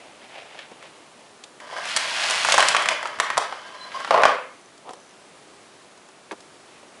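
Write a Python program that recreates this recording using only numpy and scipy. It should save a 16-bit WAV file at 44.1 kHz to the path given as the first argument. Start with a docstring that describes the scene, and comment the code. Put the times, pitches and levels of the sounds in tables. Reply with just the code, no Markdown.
"""Vacuum cleaner cord rewinding on a wooden floor

In a small hard room feet shuffle and small knocks sound close to the microphone. With the rewind pedal down,
the spring reel rattles in its plastic housing (random contacts ringing resonances) and the cord hisses over
the boards (coloured contacts) and whips floor and shell (short noise bursts). The slowing reel squeaks in thin
tones, the plug slams home, the shell shudders, and a small motor ticks. Room hum and microphone hiss lie below.
"""
import sys
import numpy as np
from scipy import signal
from scipy.fft import rfft, irfft
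from scipy.io import wavfile
from scipy.ndimage import uniform_filter1d

SR = 44100
rng = np.random.default_rng(int(sys.argv[2]) if len(sys.argv) > 2 else 0)


def to_wav(sig):
    """Store sig (one row per channel, or 1-D mono) as 16-bit WAV at the path in sys.argv[1].

    Samples outside -1..1 are clipped; the rate is SR.
    """
    pcm = np.clip(np.atleast_2d(sig), -1, 1) * 32767
    pcm = np.round(pcm).astype(np.int16)
    wavfile.write(sys.argv[1], SR, pcm.T)  # frames by channels


N = 308700
T = np.arange(N) / SR

# cord and plug whip floor and shell; levels hold before the bass cut of the shell:
# (time [s], peak level [dB], centre pitch [Hz], snap relative to the peak [dB])
WHIPS = [(1.6021, -32, 1800, -8), (1.728, -26, 670, -20), (1.7653, -24, 1180, -34),
         (1.8544, -23.5, 1720, -2.5), (1.9641, -13, 2310, 4.5), (1.9708, -14, 1900, 3),
         (2.2366, -17.5, 3280, -30), (2.2866, -20.5, 1660, -9), (2.2994, -21, 970, 4),
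         (2.3084, -15.5, 1380, 2), (2.4488, -9.5, 1190, -7), (2.4869, -9.5, 1060, -9),
         (2.5223, -9, 2530, 2.5), (2.5415, -8.5, 970, -4), (2.5802, -6, 1070, -5.5),
         (2.5841, -10, 1180, -7), (2.5954, -7.5, 950, -14), (2.6044, -8.5, 2120, -4),
         (2.6266, -9.5, 1510, -8), (2.6855, -14, 3160, 7), (2.7134, -20, 950, -25),
         (2.7478, -6.5, 1150, -14), (2.7657, -8.5, 2060, -7), (2.8223, -16, 1880, -7),
         (2.858, -14, 1610, -9), (2.8874, -8.5, 2070, -4), (3.029, -19.5, 1200, -10),
         (3.0559, -16, 990, -22), (3.0722, -26.5, 1630, -4), (3.1877, -24, 1210, -12),
         (3.2001, -7, 1360, -6), (3.3022, -13, 1280, -13), (3.3716, -13, 1280, -19),
         (3.3779, -6.5, 925, -5), (3.525, -20.5, 990, -33), (3.9184, -30, 1630, -32),
         (4.0035, -25, 1000, -12), (4.047, -18.5, 1180, -17), (4.0762, -25, 1100, -13),
         (4.108, -5, 664, -35), (4.118, -33, 1820, -15), (4.1426, -13, 800, -32), (4.2196, -13.5, 810, -23),
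         (4.2349, -3.5, 1150, -30), (4.2395, -19, 1200, -31), (4.2534, -1, 950, -31),
         (4.2835, -29, 982, -28)]


def undb(db):
    """Amplitude factor of a level in dB."""
    return 10 ** (np.asarray(db) / 20)


def unit(x):
    """Scale to an RMS of 1."""
    return x / np.sqrt(np.mean(x ** 2))


def band(x, lo_hz, hi_hz):
    """Fourth-order band-pass."""
    return signal.sosfilt(signal.butter(2, [lo_hz, hi_hz], "bandpass", fs=SR, output="sos"), x)


def colour(x, points):
    """Shape by a spectrum of (frequency [Hz], gain [dB]), straight over log frequency."""
    hz, db = np.transpose(points)
    f = np.arange(len(x) // 2 + 1) * SR / len(x) + 1  # 1 Hz up, to keep the logarithm finite
    gain = undb(np.interp(np.log(f), np.log(hz), db))
    return irfft(rfft(x) * gain, len(x))


def ring(x, modes):
    """Sum of two-pole resonances; neighbours swing in opposite sense."""
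    out = 0
    for k, (hz, width, db) in enumerate(modes):
        b, a = signal.iirpeak(hz, hz / width, fs=SR)
        out = out + (-1) ** k * undb(db) * signal.lfilter(b, a, x)
    return out


def curves(table):
    """Columns along time, silent outside the table."""
    s, *columns = np.transpose(table)
    return [np.interp(T, s, c, left=-120, right=-120) for c in columns]


def grains(per_s, spread_db):
    """Dense random contacts whose strengths are spread exponentially in dB: upward, or downward if negative."""
    hit = rng.random(N) < per_s / SR
    strength = undb(spread_db * rng.exponential(size=N).clip(0, 4))
    return unit(hit * rng.standard_normal(N) * strength)


def walk(rate):
    """Random wander with an RMS of 1 that heads for a new value every 1 / rate seconds."""
    k = int(SR / rate)
    held = np.repeat(rng.standard_normal(N // k + 1), k)
    return unit(uniform_filter1d(held, k)[:N])


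def swell(start, length):
    """A half-sine rise and fall."""
    return np.sin(np.pi * np.clip((T - start) / length, 0, 1))


def small(x):
    """A small shell radiates little bass."""
    return signal.sosfilt(signal.butter(2, 420, "highpass", fs=SR, output="sos"), x)


def quiet():
    """Room hum and microphone hiss: coloured noise that wavers slightly."""
    # spectrum of the empty room and the microphone: (frequency [Hz], gain [dB per Hz])
    background = [(18, -50), (30, -31), (135, -8.5), (392, -0.5), (443, -3.5), (675, -2.5), (726, -4),
                  (907, -5.5), (1190, -5.5), (1490, -8.5), (9250, -18.5), (11000, -21.5), (14300, -65),
                  (22000, -120)]
    level_db = -50
    return unit(colour(rng.standard_normal(N), background)) * undb(level_db + .5 * walk(2.68))


def shuffle():
    """Socks and cloth rub the boards: random contacts make a dull scuff and a soft rustle."""
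    # (loudest moment [s], rise and fall time, each [s], low scuff level [dB], rustle level [dB])
    rubs = [(0.023, 0.29, -50, -51), (0.237, 0.056, -52, -49.5), (0.377, .14, -45, -43),
            (0.558, 0.15, -47.5, -46.5), (0.622, 0.06, -64, -48.5), (0.726, .12, -50.5, -52.5),
            (0.848, 0.073, -49.5, -47.5), (0.988, 0.16, -55.5, -56), (1.226, 0.14, -53.5, -57),
            (4.89, 0.058, -39, -54), (4.97, 0.082, -53, -65), (5.13, 0.08, -62, -58),
            (6.76, 0.16, -66, -56.5), (6.99, 0.074, -63, -59)]
    scuff_level, rustle_level = np.zeros((2, N))
    for s, length, scuff_db, rustle_db in rubs:
        stroke = swell(s - length, 2 * length) ** 2
        scuff_level += undb(scuff_db) * stroke
        rustle_level += undb(rustle_db) * stroke
    rub = grains(per_s=5000., spread_db=-2.0)
    scuff = unit(band(rub, 520.0, 1000.0))
    rustle = unit(band(rub, 1240.0, 3120.0))
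    return scuff_level * scuff + rustle_level * rustle


def blows(table, thud_db, crack_db, spike):
    """Each blow: a hard first contact, then rubble; a body at its own pitch, a thud, a broad crack and a snap."""
    thud_hz, crack_hz = 758, 1620  # shared by all blows
    ring_t60_s, rise_s = 0.043, 0.0003  # the powers of the fall below lengthen or shorten the ring
    out, t = np.zeros(N), T[:SR // 4]
    noise = rng.standard_normal((len(table), 4, len(t)))
    noise *= np.clip(t / rise_s, 0, 1)
    noise[:, :, :2] = spike  # first contact, against rubble of RMS 1
    fall = np.exp(-np.log(1000) * t / ring_t60_s)
    for (s, peak_db, hz, snap_db), (a, b, c, d) in zip(table, noise):
        body = band(a * fall ** 0.99, hz / 1.63, hz * 1.465)
        crack = band(b * fall, crack_hz / 2.47, crack_hz * 2.12)
        snap = band(c * fall ** 1.46, 2600.0, 8500.0)
        thud = band(d * fall ** 0.57, thud_hz / 1.35, thud_hz * 1.55)
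        blow = 0
        for db, part in ((0, body), (thud_db, thud), (crack_db, crack), (snap_db, snap)):
            # the peak of each part is read from its envelope over two milliseconds
            peak = np.sqrt(2 * uniform_filter1d(part ** 2, size=88).max())
            blow = blow + undb(peak_db + db) * part / peak
        i = int(s * SR)
        out[i:i + len(t)] += blow[:N - i]
    return out


def knocks():
    """Small knocks and ticks near the microphone: short bursts with a mild first contact."""
    # (time [s], peak level [dB], centre pitch [Hz], snap relative to the peak [dB])
    taps = [(.5902, -31.5, 2390, -8), (.7148, -35, 344, -14), (.826, -37.5, 1500, -6),
            (1.4385, -36.5, 3250, 3.5), (4.7784, -55, 1560, 11.5), (4.8921, -27.5, 577, -15),
            (4.9072, -33.5, 566, -6.5), (4.934, -34, 660, -4), (5.9765, -50, 540, 5.5),
            (6.088, -48, 633, 3), (6.3112, -25, 1310, -22), (6.3173, -26, 366, -8),
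            (6.3251, -28.5, 450, -19), (6.405, -51, 1280, 9.5), (6.8294, -42.5, 533, -16)]
    return blows(taps, thud_db=-8, crack_db=-9, spike=2.3)


def whips():
    """Cord and plug strike floor and shell with a hard first contact; dealt in turn into three groups."""
    return [small(blows(WHIPS[k::3], thud_db=-11, crack_db=-8.5, spike=3.84)) for k in range(3)]


def rewind():
    """The reel chatters into the shell modes; the cord scrapes the boards, brighter when its slide is louder."""
    # reel and cord with the pedal down: (time [s], rattle of the shell [dB], cord slide [dB])
    run = [(1.601, -45, -60), (1.67, -45, -55), (1.77, -38, -44), (1.89, -40, -31), (2.05, -36, -31),
           (2.2, -37, -29), (2.33, -34, -25), (2.46, -34, -24), (2.64, -32, -27), (2.78, -29, -33),
           (2.91, -28, -40), (3.03, -40, -50), (3.19, -41, -52), (3.37, -42, -47), (3.54, -42, -49),
           (3.7, -45, -52), (3.9, -44, -52), (3.93, -41, -44), (4.0, -37, -44), (4.105, -50, -43)]
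    # modes of the shell under the rattling reel: (frequency [Hz], width [Hz], gain [dB])
    shell_modes = [(620, 110, 0), (1010, 60, 5), (1160, 90, -2), (1610, 70, 1), (1950, 250, -6),
                   (2220, 80, -8), (3040, 90, -5), (3400, 90, -10), (4700, 1000, -16)]
    # spectrum of the cord on the boards: (frequency [Hz], gain [dB per Hz])
    slide_colour = [(240, -25), (400, -54), (623, 1), (882, 0.5), (1180, -1.5), (1370, 1.5), (2560, 4),
                    (5500, -3.5), (11000, -14.5), (14300, -52), (22000, -120)]
    shake_db, shake_t60_s = -26, 0.32  # shake relative to the peak of each whip
    full_run_db, bright_db, bright_per_db = -25, 0.5, 0.2  # treble lift at full run, and its change per dB
    shell_db, slide_db = curves(run)

    # every whip shakes the loose reel for a moment; the powers add
    shake_power = sum((T > s) * undb(2 * (db + shake_db - 60 * abs(T - s) / shake_t60_s))
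                      for s, db, *_ in WHIPS)
    rattle_level = np.hypot(undb(shell_db), np.sqrt(shake_power))
    chatter = grains(per_s=3000., spread_db=1.5)
    shell = unit(ring(chatter, shell_modes) + undb(-11.0) * band(chatter, 574.0, 1320.0))
    shell = shell * undb(2.7 * walk(30.))

    slide = unit(colour(grains(per_s=6000., spread_db=1.5), slide_colour)) * undb(1.2 * walk(15.))
    treble = band(slide, 4500., 12000.)
    bright = undb(bright_db + bright_per_db * (slide_db - full_run_db))
    return shell * rattle_level + undb(slide_db) * (slide + (bright - 1) * treble)


def squeaks():
    """Stick-slip of the brake as the reel slows: thin tones that waver in pitch and strength."""
    # (start [s], length [s], pitch at the start [Hz], glide [Hz per s], level about which it wavers [dB])
    tones = [(3.76, .135, 4100, -320, -50), (3.6, .28, 3050, -75, -54), (3.55, .19, 1620, -110, -51),
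             (3.62, .3, 1020, -60, -48), (3.93, .07, 4800, 1500, -50), (3.94, .055, 1070, 1250, -36)]
    out = 0
    for start, length, hz, glide, db in tones:
        turns = np.cumsum(hz + glide * (T - start) + 25. * walk(99.0)) / SR
        level = np.sqrt(swell(start, length).clip(0)) * undb(db + 4.8 * walk(100.0))
        out = out + level * np.sin(2 * np.pi * turns)
    return out


def shudder():
    """The stopped reel and the wheels rumble: random contacts ring the low modes of the shell."""
    # after the plug strikes and again when it rebounds: (start [s], hold [s], level before the fall [dB])
    shakes = [(4.119, 0.079, -16.5), (4.275, 0.025, -22.5)]
    # low modes of the shell, shaken by random contacts after the plug strikes:
    # (frequency [Hz], width [Hz], gain [dB])
    low_modes = [(520, 100, 2), (690, 110, -1), (830, 100, -4), (1060, 160, -4), (1250, 150, -10),
                 (1700, 400, -16)]
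    attack_s, fall_db_per_s = .005, 183
    contacts = grains(per_s=1500., spread_db=2.5)
    rumble = unit(ring(contacts, low_modes) + undb(-15) * band(contacts, 1020.0, 2240.0))
    rumble = rumble * undb(1.7 * walk(60.))
    level = 0
    for s, hold, db in shakes:
        fall_db = fall_db_per_s * np.clip(T - s - hold, 0, None)
        level = level + np.clip((T - s) / attack_s, 0, 1) * undb(db - fall_db)
    return rumble * level


def ticking():
    """Even steps of a small motor at the microphone, each ringing one short mode twice over."""
    # (start [s], end [s], peak level about which the steps scatter [dB])
    spells = [(4.52, 4.69, -52), (4.955, 5.12, -48)]
    # (frequency [Hz], width [Hz], gain [dB])
    motor_mode = [(6060, 450, 0)]
    ticks_per_s = 65
    steps = np.zeros(N)
    for start, end, db in spells:
        at = (np.arange(start, end, 1 / ticks_per_s) * SR).astype(int)
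        steps[at] = undb(db + 3.6 * rng.standard_normal(len(at)))
    impulse = 1. * (T[:SR // 100] == 0)
    tick = ring(ring(impulse, motor_mode), motor_mode)
    return signal.fftconvolve(steps, tick / abs(tick).max())[:N]


def boards(loud):
    """The floor rumbles along: low noise that follows the loudness of machine and whips."""
    return undb(-29) * loud * unit(band(rng.standard_normal(N), 123.0, 346.0))


def room(x):
    """Diffuse tail that builds after the first walls answer; each band dies at its own rate."""
    # decay by 60 dB: (frequency [Hz], time [s])
    decay = [(250, 0.31), (700, 0.33), (2000, 0.51), (5000, 0.33), (9000, 0.28)]
    # tint of the walls: (frequency [Hz], gain [dB])
    wall_colour = [(200, 14.5), (700, 0), (2000, 1), (5000, 1), (10000, -2)]
    wall_delay_s, wall_rise_s = 0.0012, 0.031
    t, tail = T[:SR], 0
    hz, t60 = np.transpose(decay)
    for f in 180 * 2 ** np.arange(0, 6.1, .5):  # half-octave bands
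        fall = np.exp(-np.log(1000) * t / np.interp(np.log(f), np.log(hz), t60))
        tail = tail + fall * band(rng.standard_normal(SR), f / 2 ** .25, f * 2 ** .25)
    tail = colour(tail, wall_colour) * np.clip((t - wall_delay_s) / wall_rise_s, 0, 1)
    return signal.fftconvolve(x, tail / np.sqrt(np.sum(tail ** 2)))[:N]


def scene():
    """Close sounds, the machine on its boards, and the answer of the room."""
    room_db, blow_room_db, knock_send_db = -7.5, -8, -23
    whip_groups, taps = whips(), knocks()
    machine = small(rewind() + squeaks() + small(shudder()))  # the shudder loses its bass twice
    direct = machine + sum(whip_groups)
    loud = np.sqrt(uniform_filter1d(direct ** 2, size=2000).clip(0))
    wet = undb(room_db) * room(machine + undb(knock_send_db) * taps)
    # each group of whips has its own random room tail
    wet = wet + undb(blow_room_db) * sum(room(w) for w in whip_groups)
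    return (direct + taps + boards(loud) + wet + shuffle() + ticking() + quiet())[None]


def record(dry):
    """The capsule bends loud sound a little to one side, the peaks clip, the top is cut at 11 kHz."""
    x = np.clip(dry + .03 * dry ** 2, -.9, .9)
    return signal.sosfilt(signal.ellip(10, .2, 70, 11000, fs=SR, output="sos"), x)


dry = scene()
out = record(dry)
to_wav(out)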